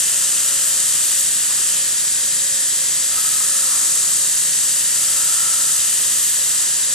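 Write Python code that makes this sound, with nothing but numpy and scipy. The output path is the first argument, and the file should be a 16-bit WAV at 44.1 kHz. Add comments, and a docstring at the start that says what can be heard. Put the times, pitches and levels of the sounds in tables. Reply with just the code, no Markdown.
"""A plank already tears and rings on a belt grinder, lifts off at 1.7 s, and is pressed on again from 3 to 6.66 s.
Cutting: noise that swells and fades slightly with belt sharpness, plus two plank resonances. Belt: hiss that
nearly repeats every lap, with short splice ticks at the wheels. Motor: whine on shaft orders and broad rumble,
beside mains hum at 60 Hz and other machine hums. Under load the motor slows a little and the belt judders.
Heard close by at a small two-port microphone."""
import sys
import numpy as np
from scipy import signal
from scipy.fft import rfft, irfft
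from scipy.io import wavfile
from scipy.ndimage import uniform_filter1d, map_coordinates

SR = 44100
rng = np.random.default_rng(int(sys.argv[2]) if len(sys.argv) > 2 else 0)


def output_pcm(signal):
    """Save a mono or channel-first signal as 16-bit PCM at the path in sys.argv[1].

    Samples are clipped to [-1, 1] before scaling.
    """
    pcm = np.clip(np.atleast_2d(signal).T, -1, 1) * 32767
    wavfile.write(sys.argv[1], SR, np.round(pcm).astype(np.int16))


def gain_from_db(level_db):
    """Convert decibel levels to linear amplitude factors (20 dB per decade)."""
    decades = np.asarray(level_db, float) / 20
    return 10 ** decades


N = 306054

# Motor whine. Each row: shaft order, mean level in dB.
WHINE_ORDERS = [(1, -63), (2, -61.5), (3, -59), (4, -64), (16, -65), (18, -58.5), (19, -62), (21, -58.5),
                (24, -59), (25, -71), (26, -54), (27, -52), (28, -57.5), (29, -53.5), (30, -45.5),
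                (31, -49), (32, -52.5), (33, -49), (34, -64), (35, -52.5), (36, -58.5)]
# Mains hum at 60 Hz, and other steady or wavering machine hums. Each row: frequency in Hz, waver limit in dB
# either way, level in dB.
HUMS = [(60, .6, -67), (74.5, 1.5, -61.5), (143, 2.5, -55), (261.7, 0.5, -64), (549.5, 5, -53),
        (652, 2.5, -64), (1008, 2.5, -63.5)]
# Motor and air rumble. Each row: frequency in Hz, mid density in dB per Hz, side against mid in dB.
RUMBLE_SPECTRUM = [(30, -100, -22), (55, -85, -22), (100, -82, -26), (151, -75.5, -21), (332, -75.5, -23.5),
                   (535, -75.5, -13), (836, -79, -24), (1220, -73.5, -16), (1980, -70.5, -14.5),
                   (2135, -75, -22), (3030, -105, -30)]
# Belt hiss at the ports, before the low cut at the first row. Each row: frequency in Hz, left density in
# dB per Hz, right density in dB per Hz, likeness 0 to 1, left lead in rad.
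BELT_PORTS = [(2180, -69, -67, 1, 0), (2920, -68, -69.5, 1, -0.2), (3500, -66, -65, 0.62, 0.15),
              (4200, -64.5, -64.5, 0.64, 0.65), (5250, -62.5, -63, 0.82, 0.66),
              (6070, -60.5, -64, 0.45, 0.52), (7000, -54.5, -54.5, 1, 1.36), (7900, -49, -53.5, 0.7, 2),
              (8630, -53.5, -52, 0.97, 2.5), (9280, -59, -59, 0.7, 2), (9900, -65, -56, 0.72, 3),
              (11250, -66, -61.5, 0.48, 2), (12240, -67, -67.5, 0.9, 1.5), (14000, -75, -73, 0.5, 5.5)]
# Wheel and frame resonances in the belt hiss. Each row: frequency in Hz, width in Hz, gain on the hiss in dB.
FRAME_RINGS = [(4400, 60, -2.5), (4740, 110, 4), (5440, 60, 1.5), (6200, 75, 4), (6660, 83, 0),
               (7430, 69, -1), (7560, 70, -0.5), (7480, 100, 1.5), (9150, 58, 7.5), (9820, 120, 3.5),
               (10200, 130, 3.5)]
# Splice passing the wheels. Each row: share of the lap, ring in Hz, t60 in seconds, mean level in dB.
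SPLICE_TICKS = [ (.1, 3790, .075, -28), (.56, 7000, 0.0097, -24), (0.619, 2894, 0.018, -30.5),
                (.72, 3836, 0.03, -30)]
# Plank contact. Each row: start in seconds, end in seconds.
CONTACTS = [(-1, 1.7), (3, 6.66)]
# Cutting level. Each row: time in seconds, hiss below 10 kHz in dB, fizz above 10 kHz in dB.
CUT_LEVELS = [(0, -21, -31), (.5, -22.5, -33), (1.15, -22, -34.5), (1.3, -26, -38), (1.5, -29, -39),
              (1.62, -24.5, -35), (1.76, -26, -40), (1.88, -41, -41), (2.05, -43, -48), (3.1, -34, -44),
              (3.2, -29, -27), (3.7, -23.5, -36), (4.5, -23.5, -34), (4.85, -24.5, -31), (5.1, -23, -31),
              (5.75, -23.5, -32), (6.25, -25.5, -28), (6.4, -30, -29), (6.63, -25, -37), (6.76, -39, -43),
              (6.94, -41, -44)]
# An edge or corner meets the belt. Each row: time in seconds, fizz boost in dB.
EDGE_FIZZ = [(.47, 4), (.68, 10), (.89, 3), (1.07, 8), (1.21, 11), (1.37, 4), (3.24, 0), (5.62, 2),
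             (6.28, 3)]
# Cutting spectrum at the ports; only its shape within hiss and within fizz counts. Each row: frequency in Hz,
# left in dB per Hz, right in dB per Hz, likeness 0 to 1, left lead in rad.
CUT_PORTS = [(2300, -76, -80, 1, 0), (4070, -68.5, -74, 1, 0.65), (5370, -70, -63, 0.74, 0.98),
             (6250, -56.5, -60, 0.46, 0.0054), (7300, -53, -69, 1, 0.68), (8300, -55, -52, 0.89, 0.92),
             (9400, -58, -62, 1, 0.073), (11000, -65, -61.5, 0.51, 0.54), (12100, -65.5, -61.5, 0.37, 0.26),
             (14200, -66, -65.5, 0.35, .1)]
# Plank rings as grip and contact point move. Each row: time in seconds, upper ring in dB, lower ring in dB,
# lower ring frequency in Hz.
PLANK_RINGS = [(0, -35, -48, 1353), (.5, -35.5, -43.5, 1320), (.85, -39, -45, 1266), (1.12, -36, -47, 1297),
               (1.25, -40, -58, 1290), (1.5, -40, -44, 1280), (1.75, -36, -48, 1292), (2.1, -50, -66, 1320),
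               (3.09, -44, -56, 1286), (3.13, -42, -39, 1289), (3.24, -40, -37, 1288),
               (3.65, -43, -38.5, 1268), (3.9, -51, -43, 1255), (4.45, -41, -49, 1307),
               (4.75, -39, -47.5, 1307), (5.45, -39, -38.5, 1343), (5.65, -45, -43, 1340),
               (5.95, -36, -47, 1253), (6.15, -38.5, -45, 1255), (6.38, -39, -54, 1280),
               (6.62, -42, -43.5, 1283), (6.78, -41, -60, 1348), (6.94, -50, -47, 1336)]

IDLE_HZ, LOADED_HZ, TURNS_PER_LAP, MOTOR_LAG_S = 59.15, 58.9, 4.678, 0.141
UPPER_HZ, UPPER_WIDTH_HZ = 2910, 700
LOWER_WIDTH_HZ, DAMPED_WIDTH_HZ = 62, 220
HELD_DB, FREE_DB = -48, -38
EDGE_SIGMA_S = 0.029


def gain_along(hz, points_hz, db):
    """Gain that gives unit white noise the density db per Hz."""
    return gain_from_db(np.interp(np.log(hz), np.log(points_hz), db)) * np.sqrt(SR / 2)


def unit(x):
    """Scale to rms 1."""
    return x / np.sqrt(np.mean(x ** 2))


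def curve(table):
    """Columns of a table joined by straight lines in time."""
    s, *columns = np.transpose(table)
    t = np.arange(N) / SR
    return [np.interp(t, s, column) for column in columns]


def walk(rate_hz):
    """Random levels held 1 / rate_hz and slewed twice; rms 1."""
    held = max(int(SR / rate_hz), 2)
    steps = np.repeat(rng.standard_normal(N // held + 1), held)
    slewed = uniform_filter1d(uniform_filter1d(steps, held), held)
    return unit(slewed[:N])


def per_lap(lap, keep, size):
    """Chance written along the belt in size cells; each lap correlates by keep with the one before; rms 1."""
    keep = np.clip(keep, 0, .99)
    fresh = rng.standard_normal((100, size))
    laps = signal.lfilter([np.sqrt(1 - keep ** 2)], [1, -keep], fresh, axis=0)
    cells = laps[8:].ravel()  # the first laps only settle the filter
    return unit(map_coordinates(cells, [lap * size], order=3, mode="nearest"))


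def ring(x, hz, width_hz):
    """One resonance, gain 1 at the centre."""
    return signal.lfilter(*signal.iirpeak(hz, hz / width_hz, SR), x)


def ports(table, near, around):
    """Both ports hear the near sound, the left one ahead in phase; the right also hears sound from around."""
    hz = np.fft.rfftfreq(N, 1 / SR) + 1  # keeps the logarithm finite
    at_hz, left_db, right_db, like, lead_rad = np.transpose(table)
    like = np.interp(hz, at_hz, np.clip(like, 0, 1))
    delayed = np.exp(-1j * np.interp(hz, at_hz, lead_rad)) * rfft(near)
    left = gain_along(hz, at_hz, left_db) * rfft(near)
    right = gain_along(hz, at_hz, right_db) * (like * delayed + np.sqrt(1 - like ** 2) * rfft(around))
    low_cut = 1 / (1 + (at_hz[0] / hz) ** 8)
    return irfft(low_cut * np.array([left, right]), N)


def nearby(x, echo_db, t60_s):
    """Bench, bowl and walls return short decaying echoes that roughen the spectrum."""
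    t = np.arange(4096) / SR
    echoes = gain_from_db(echo_db) * rng.standard_normal(len(t)) * np.exp(-np.log(1000) * t / t60_s)
    echoes[0] = 1
    echoes = echoes / np.sqrt(np.sum(echoes ** 2))
    return signal.fftconvolve(x, echoes[None])[:, :N]


def motor(turns):
    """Shaft orders that waver, mains and other machine hums, and broad rumble; almost alike at both ports."""
    apart = np.array([[1], [-1]])
    t = np.arange(N) / SR
    whine = 0
    for order, db in WHINE_ORDERS:
        # a short left lead makes higher orders differ more in phase
        phase = 2 * np.pi * (order * turns + rng.random()) + 0.0091 * order * apart
        whine = whine + gain_from_db(db + 1.4 * walk(9)) * np.sqrt(2) * np.sin(phase)
    hum = 0
    for hz, waver_db, db in HUMS:
        level = gain_from_db(db + waver_db * np.tanh(walk(16)))
        hum = hum + level * np.sqrt(2) * np.sin(2 * np.pi * hz * t + 0.14 * waver_db * walk(9))
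    hz = np.fft.rfftfreq(N, 1 / SR) + 1
    at_hz, mid_db, side_db = np.transpose(RUMBLE_SPECTRUM)
    mid, side = (irfft(gain_along(hz, at_hz, db) * rfft(rng.standard_normal(N)), N)
                 for db in (mid_db, mid_db + side_db))
    return whine + hum + mid + side * apart


def belt(lap, load):
    """Backing and grit hiss over the wheels, much the same on every lap; under load the belt judders."""
    place = lap + 2 + load * 5e-4 * walk(30) + 6e-5 * walk(5)  # laps
    patches = gain_from_db(0.23 * per_lap(place, 0.95, size=50))
    pair = []
    for _ in range(2):
        hiss = .85 * per_lap(place, .95, size=3400) + .52 * rng.standard_normal(N)
        frame = sum((gain_from_db(db) - 1) * ring(hiss, hz, width_hz) for hz, width_hz, db in FRAME_RINGS)
        pair.append(unit(patches * (hiss + frame)))
    return ports(BELT_PORTS, *pair)


def splice(lap):
    """The belt joint strikes each wheel once a lap and excites a short decaying ring."""
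    out = 0
    t = np.arange(4096) / SR
    for share, hz, t60_s, db in SPLICE_TICKS:
        hits = np.diff(np.floor(lap - share), prepend=0) > 0
        blows = hits * gain_from_db(db + 2.45 * rng.standard_normal(N))
        envelope = np.exp(-np.log(1000) * t / t60_s) * (1 - np.exp(-t / 0.0012))
        tick = np.sin(2 * np.pi * hz * t) * envelope
        out = out + signal.fftconvolve(blows, tick)[:N]
    return out


def tearing(lap, sharp, hiss_db, fizz_db):
    """Grit tears fibres in noisy bursts, slightly harder where the belt is sharp."""
    bursts = gain_from_db(0.93 * walk(900) + 3.4 * np.clip(walk(200) - 1.5, 0, 1))
    heard = ports(CUT_PORTS, *(sharp * bursts * rng.standard_normal((2, N))))
    hiss, fizz = (unit(signal.sosfilt(signal.butter(4, 10000, kind, fs=SR, output="sos"), heard))
                  for kind in ("low", "high"))
    return gain_from_db(hiss_db) * hiss + gain_from_db(fizz_db) * fizz


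def upper_ring(lap, sharp):
    """Belt roughness drives a broad plank resonance of two equal stages."""
    drive = sharp * per_lap(lap, 0.57, size=1500)
    once = ring(drive, UPPER_HZ, UPPER_WIDTH_HZ)
    return unit(ring(once, UPPER_HZ, UPPER_WIDTH_HZ))


def lower_ring(lap, sharp, lower_db, lower_hz):
    """The low plank ring moves with the grip and throbs as the same high spots of the belt come round."""
    # a slow complex wobble carried on the moving centre is a narrow band of noise around it
    shake = sharp * (per_lap(lap, 0.73, size=200) + 1j * per_lap(lap, 0.8, size=200))
    narrow, wide = (signal.lfilter(*signal.butter(1, width_hz / SR), shake)
                    for width_hz in (LOWER_WIDTH_HZ, DAMPED_WIDTH_HZ))
    # a loud ring is free; a quiet one is held down by the hand, wider and evener
    free = np.clip((lower_db - HELD_DB) / (FREE_DB - HELD_DB), 0, 1)
    wobble = free * narrow / np.std(narrow) + np.sqrt(1 - free ** 2) * wide / np.std(wide)
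    throb = gain_from_db(2.9 * free * per_lap(lap, 0.88, size=4))
    carrier = np.exp(2j * np.pi * np.cumsum(lower_hz) / SR)
    return unit((throb * wobble * carrier).real)


def cutting(lap, hiss_db, fizz_db, upper_db, lower_db, lower_hz):
    """Belt sharpness slightly swells and fades the tearing noise and both plank rings together."""
    sharp = gain_from_db(0.93 * per_lap(lap, 0.75, size=30) + 0.57 * walk(7.3))
    upper = gain_from_db(upper_db) * upper_ring(lap, sharp)
    lower = gain_from_db(lower_db) * lower_ring(lap, sharp, lower_db, lower_hz)
    return tearing(lap, sharp, hiss_db, fizz_db) + upper + lower


def scene():
    """The plank loads the motor, whose speed sags after a lag and drives belt and whine."""
    t = np.arange(N) / SR
    touch = sum(1. * (t >= start) * (t < end) for start, end in CONTACTS)
    keep = np.exp(-1 / (MOTOR_LAG_S * SR))
    load = signal.lfilter([1 - keep], [1, -keep], touch, zi=[keep * touch[0]])[0]
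    turns = np.cumsum(IDLE_HZ - load * (IDLE_HZ - LOADED_HZ)) / SR
    lap = turns / TURNS_PER_LAP
    hiss_db, fizz_db = curve(CUT_LEVELS)
    # the finest grit fizzes up at edges and corners
    fizz_db = fizz_db + sum(db * np.exp(-.5 * ((t - s) / EDGE_SIGMA_S) ** 2) for s, db in EDGE_FIZZ)
    contact = cutting(lap, hiss_db, fizz_db, *curve(PLANK_RINGS))
    grinder = belt(lap, load) + splice(lap) + contact
    return nearby(grinder, echo_db=-41, t60_s=.1) + motor(turns)


def low_pass(x):
    """Removes everything above the highest recorded frequency."""
    return signal.sosfilt(signal.butter(12, 14940, fs=SR, output="sos"), x)


def record(dry):
    """The recorder cuts the top steeply above 14070 Hz."""
    top_cut = signal.ellip(10, .2, 80, 14070, fs=SR, output="sos")
    mix = signal.sosfilt(top_cut, dry)
    return low_pass(mix)


dry = scene()
out = record(dry)
output_pcm(out)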